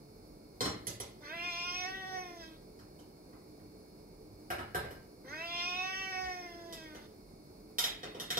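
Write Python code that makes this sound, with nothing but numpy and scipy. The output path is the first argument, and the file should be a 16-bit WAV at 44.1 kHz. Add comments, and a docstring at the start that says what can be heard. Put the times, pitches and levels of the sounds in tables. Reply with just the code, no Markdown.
"""A fridge hums over the room tone of a tiled kitchen; some way off, metal clanks and clicks.
A nearby cat meows twice: overtones of its vocal folds, shaped by a mouth that opens and closes.
Taps, knocks and a clatter of crockery follow the first meow; the blows crack and rattle, all but the
taps ring, and most is echo. Two microphone ports of a phone pick it all up, the left one muffled."""
import sys
import numpy as np
from scipy import signal
from scipy.fft import rfft, irfft
from scipy.io import wavfile

SR = 44100
rng = np.random.default_rng(int(sys.argv[2]) if len(sys.argv) > 2 else 0)


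def output_pcm(signal):
    """Save a mono or channel-first signal as 16-bit PCM at the path in sys.argv[1].

    Samples are clipped to [-1, 1] before scaling.
    """
    pcm = np.clip(np.atleast_2d(signal).T, -1, 1) * 32767
    wavfile.write(sys.argv[1], SR, np.round(pcm).astype(np.int16))


N = 369999
LEFT_LAG_SAMPLES = 14
# modes of the knocked object, a midrange ring: (frequency [Hz], gain [dB], t60 [s])
KNOCK_MODES = [(346, 0.5, 0.13), (742, 2.5, 0.1), (1440, -20, 0.22), (1584, 1, 0.14), (1675, -8, 0.17),
               (2110, -13, 0.092), (2880, -3, 0.08), (3030, -26, 0.058), (3600, -12.5, 0.13),
               (4050, -20, 0.16), (5100, -14, 0.22), (5500, -14, 0.11)]


def from_db(db):
    """Level to amplitude gain."""
    return 10 ** (np.asarray(db) / 20)


def unit_rms(x):
    """Scale to rms 1."""
    return x / np.sqrt(np.mean(x ** 2) + 1e-20)


def at_hz(points, hz):
    """Read a (frequency, value) table on a log axis."""
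    points_hz, values = np.transpose(points)
    return np.interp(np.log(hz + 1), np.log(points_hz), values)


def drift(rate_hz, count):
    """Slow random motion: noise through two one-pole low-passes, rms 1."""
    pole = np.exp(-2 * np.pi * rate_hz / SR)
    noise = rng.standard_normal(count + 8000)
    return unit_rms(signal.lfilter([1], [1, -2 * pole, pole * pole], noise)[8000:])


def band(x, low_hz, high_hz):
    """Butterworth band-pass."""
    return signal.sosfilt(signal.butter(3, [low_hz, high_hz], "band", fs=SR, output="sos"), x)


def diffuse(count):
    """Left and right spectra of diffuse noise, most alike in the bass, and their frequencies."""
    # likeness at the two ports: (frequency [Hz], coherence [0-1])
    coherence = [(60, 0.97), (300, 1), (700, 0.35), (1500, 0.16), (4000, 0.06), (15000, 0.68)]
    hz = np.fft.rfftfreq(count, 1 / SR)
    mid, side = rfft(rng.standard_normal((2, count)))
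    alike = np.clip(at_hz(coherence, hz), 0, 1)
    return np.sqrt(1 + alike) * mid + np.sqrt(1 - alike) * side * [[1], [-1]], hz


def room_tone(level_db=-55, waver_db=0.5):
    """Broad, diffuse noise of the house, slightly uneven in level."""
    # noise spectrum: (frequency [Hz], relative density [dB])
    floor = [(18, -47), (30, 1.5), (69, -8), (88, -8), (203, -2), (278, -5), (309, 3), (334, -4.5),
             (434, -7), (626, -10), (1570, -27), (2140, -36), (2860, -28), (4470, -30.5), (15700, -31.5)]
    # humps on it: (centre [Hz], width [Hz], height [dB])
    humps = [(2240, 190, 12.5), (3140, 420, -12.5), (4990, 690, 8), (8600, 230, 4.5), (10040, 940, 5.5),
             (12000, 140, 11)]
    spectra, hz = diffuse(N + N % 2)
    humps_db = sum(db * np.exp(-((hz - centre) / width) ** 2) for centre, width, db in humps)
    noise = irfft(spectra * from_db(at_hz(floor, hz) + humps_db))[:, :N]
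    return from_db(level_db + waver_db * drift(12, N)) * unit_rms(noise)


def fridge(steady_hz=700):
    """Compressor hum and a thin whine; the low lines waver most."""
    # hum lines: (frequency [Hz], level [dB])
    lines = [(41, -71.5), (62, -75.5), (99, -73.5), (146, -75.5), (195, -81), (308, -71.5), (370, -69),
             (431, -65.5), (496, -76.5), (2184, -87), (4376, -74.5)]
    t = np.arange(N) / SR
    wander = [np.repeat(drift(183, N // 30 + 1), 30)[:N] / (1 + hz / steady_hz) for hz, _ in lines * 2]
    hum = sum(from_db(db + 6 * swell) * np.sin(2 * np.pi * hz * t + 1.18 * slip)
              for (hz, db), swell, slip in zip(lines, wander, wander[len(lines):]))
    return np.sqrt(2) * hum * from_db([[-2], [2]])  # louder on the right


def blows(events, colours_db, modes, ring_db, crack=5.0, spread_db=2.5):
    """Each blow cracks, rattles as decaying noise and kicks the given modes; gives (rattle, ring)."""
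    # events: (time [s], level [dB], thump below 500 Hz [dB], tilt [dB/octave], rattle t60 [s])
    # rattle bands, one per entry of colours_db: (low [Hz], high [Hz])
    bands = [(45, 130), (130, 500), (500, 1800), (1800, 2900), (2900, 4500), (4500, 8000), (8000, 13000)]
    rattle, ring = np.zeros((2, N))
    kicks = np.zeros((len(modes), N))
    modes_hz = np.array(modes)[:, 0]
    for time_s, db, thump_db, tilt, t60_s in events:
        def tilted_db(hz):
            return db + tilt * np.log2(np.maximum(hz, 1000) / 1000)
        start = round(time_s * SR)
        t = np.arange(min(SR // 8, N - start)) / SR
        decay = from_db(-60 * t / max(t60_s, .002))
        bursts = rng.standard_normal((len(bands), SR // 8))[:, :len(t)] * decay
        bursts[:, 0] = crack * (-1) ** np.arange(len(bands))  # alternate signs: bands join without gaps
        for burst, colour_db, (low, high) in zip(bursts, colours_db, bands):
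            part = band(burst, low, high)
            band_db = thump_db if high <= 500 else tilted_db(np.sqrt(low * high))
            gain = from_db(band_db + colour_db) / np.sqrt(np.sum(part ** 2))
            rattle[start:start + len(t)] += gain * part
        kicks[:, start] = from_db(tilted_db(modes_hz) + ring_db + rng.normal(0, spread_db, len(modes)))
    for kick, (hz, db, t60_s) in zip(kicks, modes):
        radius, angle = from_db(-60 / (t60_s * SR)), 2 * np.pi * hz / SR
        feedback = [1, -2 * radius * np.cos(angle), radius * radius]
        ring += signal.lfilter([0, from_db(db) * np.sin(angle)], feedback, kick + 1e-18)
    return np.array([rattle, ring])


def clanks():
    """Two hard blows in quick succession."""
    events = [(0.6068, -36.5, -34, 0.55, 0.076), (0.6537, -35, -33.5, -2, 0.025)]  # columns as in blows()
    colours_db = [-9.5, 0, -2, -15, -6, -4, -9]  # rattle gain per band [dB]
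    modes = [(297, -2.5, 0.24), (1045, -1.5, 0.13), (2090, -8, 0.1), (3800, -11, 0.14), (4160, 7, 0.076),
             (4520, -4, 0.088), (5200, -3, 0.1), (5570, -1, .15), (7090, 2, 0.073), (7360, -21, 0.18),
             (8700, -1.5, 0.082), (13010, -28, .15)]  # (frequency [Hz], gain [dB], t60 [s])
    return blows(events, colours_db, modes, ring_db=-30.5)


def clicks():
    """Two light, bright blows."""
    events = [(0.8691, -53.5, -46, 0.7, 0.048), (1.0009, -51.5, -49, -2, 0.0043)]  # columns as in blows()
    colours_db = [1, 1, 2.5, -7.5, 5.5, 11.5, 7.5]  # rattle gain per band [dB]
    modes = [(2040, 0, 0.029), (3380, -27, 0.17), (5820, 0, 0.074), (6740, -6, 0.02), (10900, 14, 0.025),
             (12000, -19, .08)]  # (frequency [Hz], gain [dB], t60 [s])
    return blows(events, colours_db, modes, ring_db=-20)


def meow(gesture, treble, breath_db=-24, strain=0.7, flutter_db=0.5, hop=32):
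    """Vocal-fold overtones under six tract resonances; weak voicing is breathy."""
    # fold pulse spectrum: gain of harmonics 1-24 [dB]
    harmonics_db = [-6, -2.5, 3, 6.5, 6.5, -0.5, 2, 7.5, 2, 4, 1.5, 5.5, 1.5, 5, 6, 5.5, -1.5, -2.5, -2.5,
                    0.5, -4, -18, 2, -15]
    start_s, end_s = gesture[0][0], gesture[-1][0]
    start, count = round(start_s * SR), round((end_s - start_s) * SR)
    n = np.arange(count)

    def tracks(table):
        times_s, *columns = np.transpose(table)
        return [np.interp((start + n) / SR, times_s, column) for column in columns]
    pitch_hz, mouth_hz, mouth_db, nose_db = tracks(gesture)
    palate_db, teeth_db = tracks(treble)
    # chest, throat and hiss follow the mouth, relative to a loud, half-open one
    effort_db, opening_khz = mouth_db + 40, (mouth_hz - 2200) / 1000
    chest_db = -51 + .05 * effort_db - 12.5 * opening_khz
    throat_db = -55.5 + .35 * effort_db + 23 * opening_khz
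    hiss_db = -67.5 + .19 * effort_db + 5.1 * opening_khz
    # (level [dB], centre [Hz], width [Hz])
    resonances = [(chest_db, 340, 200), (nose_db, 730, 200), (throat_db, 1150, 400),
                  (mouth_db, mouth_hz[::hop], 550), (palate_db, 3450, 520), (teeth_db, 5550, 1750)]
    weakness = from_db(strain * (mouth_db.max() - mouth_db))
    ragged_onset = from_db(22) * np.exp(-n / SR / .09)
    jitter = .004 * drift(22, count) + .003 * drift(120, count)
    phase = 2 * np.pi * np.cumsum(pitch_hz * (1 + jitter)) / SR
    voice = from_db(hiss_db) * unit_rms(band(rng.standard_normal(count), 7800, 15500))  # air past teeth
    for k, harmonic_db in enumerate(harmonics_db, 1):
        harmonic_hz = k * pitch_hz[::hop]
        density = sum(from_db(2 * db[::hop]) / width / (1 + (2 * (harmonic_hz - hz) / width) ** 2) ** 2
                      for db, hz, width in resonances)
        power = np.interp(n, n[::hop], density * pitch_hz[::hop])
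        rasp = from_db(breath_db) * (ragged_onset + weakness * k / 8) * drift(160, count)
        gain = from_db(harmonic_db + flutter_db * min(k, 6) * drift(14, count))
        voice += gain * np.sqrt(power) * (1 + rasp) * np.sin(k * phase + rng.uniform(0, 2 * np.pi))
    out = np.zeros(N)
    out[start:start + count] = voice * signal.windows.tukey(count, .03)
    return out


def cat():
    """Two meows; the mouth opens wide, then closes while the nose takes over."""
    # voice gestures: (time [s], pitch [Hz], mouth resonance [Hz], mouth [dB], nose [dB])
    gesture_1 = [(1.2, 299, 1600, -83, -63), (1.24, 292.2, 1760, -48.5, -58),
                 (1.275, 290, 1810, -47.5, -52), (1.34, 333.6, 2100, -38, -43.5),
                 (1.48, 354.8, 2420, -40, -48), (1.534, 342.3, 2470, -41, -43.5),
                 (1.7, 354, 2500, -41, -52.5), (1.85, 367, 2234, -42, -36.5),
                 (1.885, 376.8, 2250, -41, -37), (1.95, 382.2, 2050, -43.5, -46),
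                 (2.0, 380.5, 1940, -55, -42.5), (2.04, 378.7, 1900, -48.5, -39),
                 (2.17, 371.5, 2010, -45, -35.5), (2.3, 351.2, 2100, -54, -51),
                 (2.39, 337.5, 1960, -62.5, -50), (2.44, 323, 1913, -51, -54),
                 (2.58, 314.7, 2133, -82, -88)]
    gesture_2 = [(5.23, 252, 1650, -70, -72), (5.28, 261.2, 1680, -51, -58),
                 (5.335, 304.2, 1780, -44.5, -48), (5.44, 339, 2350, -39.5, -42.5),
                 (5.5, 342.4, 2440, -48, -41), (5.61, 349, 2440, -38.5, -46.5),
                 (5.78, 363.4, 2440, -41.5, -38.5), (5.84, 374.6, 2380, -38.5, -34),
                 (6.0, 383, 2322, -37.5, -45.5), (6.2, 372.2, 2105, -40, -32.5),
                 (6.35, 364.2, 2040, -46, -41), (6.49, 345.5, 2000, -57, -49.5),
                 (6.65, 339.5, 1721, -63, -47), (6.73, 332, 1900, -56, -49),
                 (6.89, 309.1, 1877, -55.5, -58), (6.99, 296, 1820, -60, -61),
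                 (7.08, 300.4, 1796, -86, -84)]
    # upper resonances: (time [s], palate [dB], teeth [dB])
    treble_1 = [(1.2, -82, -81), (1.25, -68, -56), (1.35, -57.5, -64), (1.52, -45.5, -46.5),
                (1.84, -55, -46.5), (1.96, -52.5, -66), (2.17, -56, -54), (2.35, -68, -65.5),
                (2.44, -56, -54), (2.58, -76, -97.5)]
    treble_2 = [(5.23, -90, -78), (5.29, -72, -56), (5.44, -52.5, -56.5), (5.54, -44, -49.5),
                (5.6, -37.5, -49), (5.66, -46, -43.5), (5.78, -45, -52), (6.0, -54, -50.5),
                (6.3, -59, -53.5), (6.62, -69, -66.5), (6.82, -59, -59), (7.079, -79, -78)]
    return meow(gesture_1, treble_1) + meow(gesture_2, treble_2)


def taps():
    """Faint, scattered blows with no audible ring."""
    events = [(2.7914, -62.5, -71, -1, 0.0061), (2.9905, -65, -67, 0.5, 0.01),
              (3.3283, -60.5, -61, -14, 0.013), (3.5934, -70, -74, -6, 0.013),
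              (6.949, -54.5, -48, -1.2, 0.0041)]  # columns as in blows()
    colours_db = [-10, -2.5, 2, -24, -3, -2.5, -3]  # rattle gain per band [dB]
    return blows(events, colours_db, KNOCK_MODES, ring_db=-62)  # modes inaudible at this level


def knocks():
    """Five quick blows with a midrange ring."""
    events = [(4.503, -34.5, -45, -0.45, 0.022), (4.5846, -39.5, -45, -2.5, 0.078),
              (4.7467, -35, -40.5, 0.7, 0.059), (4.8435, -47, -50, -3., 0.013),
              (4.9076, -54.5, -48, 2, 0.0077)]  # columns as in blows()
    colours_db = [-0.5, -1, -0.5, -25, -11, -19, -8.5]  # rattle gain per band [dB]
    return blows(events, colours_db, KNOCK_MODES, ring_db=-36)


def clatter():
    """Crockery knocked together, ringing high."""
    events = [(6.7256, -59.5, -52.5, 1, 0.0031), (7.7848, -39, -52, 0.2, 0.02),
              (7.8401, -40, -57, -1.3, 0.0046), (8.0321, -43, -47.5, -6.5, 0.03),
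              (8.1483, -51.5, -44.5, -6.5, 0.0056), (8.1991, -49, -49.5, -0.66, 0.0085),
              (8.3039, -40, -46, -2, 0.0017), (8.3718, -34.5, -39, -4., 0.018)]  # columns as in blows()
    colours_db = [-34, 0.5, -2, -0.5, 4, 2.5, 3.5]  # rattle gain per band [dB]
    modes = [(724, -14, 0.23), (3140, -4.5, 0.11), (3310, 0.5, 0.062), (3610, 0.5, 0.069), (3787, 3, 0.1),
             (4990, -11, .12), (5080, -16, 0.15), (5500, 0, 0.078), (5642, -12, 0.064), (6330, -17, 0.13),
             (7150, -6, 0.15), (7760, -16, 0.11), (8030, -6, 0.1), (11610, -3.5, 0.1), (14200, -1.5, 0.11)]  # (frequency [Hz], gain [dB], t60 [s])
    return blows(events, colours_db, modes, ring_db=-23)


def kitchen(x, build_s):
    """Diffuse echoes that build quickly and die octave by octave."""
    # reverberation: (frequency [Hz], t60 [s])
    decay_times = [(100, 0.6), (500, 0.38), (2000, 0.49), (6000, 0.3), (14000, 0.22)]
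    spectra, hz = diffuse(SR)
    t = np.arange(SR) / SR
    build = 1 - np.exp(-t / build_s)
    edges_hz = 40 * 2. ** np.arange(10)
    echoes = 0
    for low, high in zip(edges_hz, edges_hz[1:]):
        decay = from_db(-60 * t / at_hz(decay_times, np.sqrt(low * high)))
        part = irfft(spectra * ((hz >= low) & (hz < high))) * decay * build
        energy_share = (high - low) / (SR / 2)
        echoes += part * np.sqrt(energy_share / (np.sum(part ** 2) / 2))
    return signal.fftconvolve(x[None], echoes)[:, :N]


def near_ports(x, bass_hz=900, tile_db=-5, tile_lags_samples=(70, 84)):
    """The left port is shaded from the cat; the tiles send each port one strong early echo."""
    bass = signal.sosfiltfilt(signal.butter(2, bass_hz, fs=SR, output="sos"), x)
    # the lead cancels the lag in record(): bass reaches both ports together
    left = from_db(1.5) * np.roll(bass, -LEFT_LAG_SAMPLES) + from_db(-2.5) * np.roll(x - bass, 2)
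    tile_echoes = np.array([np.roll(x, lag) for lag in tile_lags_samples])
    return np.array([left, x]) + from_db(tile_db) * tile_echoes


def scene():
    """The cat is near and mostly direct, the blows far and mostly echo."""
    meows = cat()
    rattles, rings = clanks() + clicks() + taps() + knocks() + clatter()
    near = near_ports(meows) + from_db(-8) * kitchen(meows, build_s=.005)
    direct = from_db(-12.5) * rattles + from_db(-0.5) * rings
    echoes = kitchen(rattles + from_db(0.5) * rings, build_s=.0018)
    far = from_db(30.5) * (direct + echoes)
    return near + far + room_tone() + fridge()


def record(dry):
    """The left port is late, muffled and faintly hissy; both lose deep bass and the very top."""
    left = np.concatenate([np.zeros(LEFT_LAG_SAMPLES), dry[0, :-LEFT_LAG_SAMPLES]])
    dull = signal.sosfilt(signal.cheby2(8, 30, 6900, fs=SR, output="sos"), left)
    treble = signal.sosfilt(signal.butter(2, 9500, "high", fs=SR, output="sos"), left)
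    left = dull + from_db(-7.5) * treble + from_db(-93) * rng.standard_normal(N)
    ports = signal.sosfilt(signal.butter(4, 36, "high", fs=SR, output="sos"), [left, dry[1]])
    return signal.sosfilt(signal.ellip(14, .5, 70, 15750, fs=SR, output="sos"), ports)


dry = scene()
out = record(dry)
output_pcm(out)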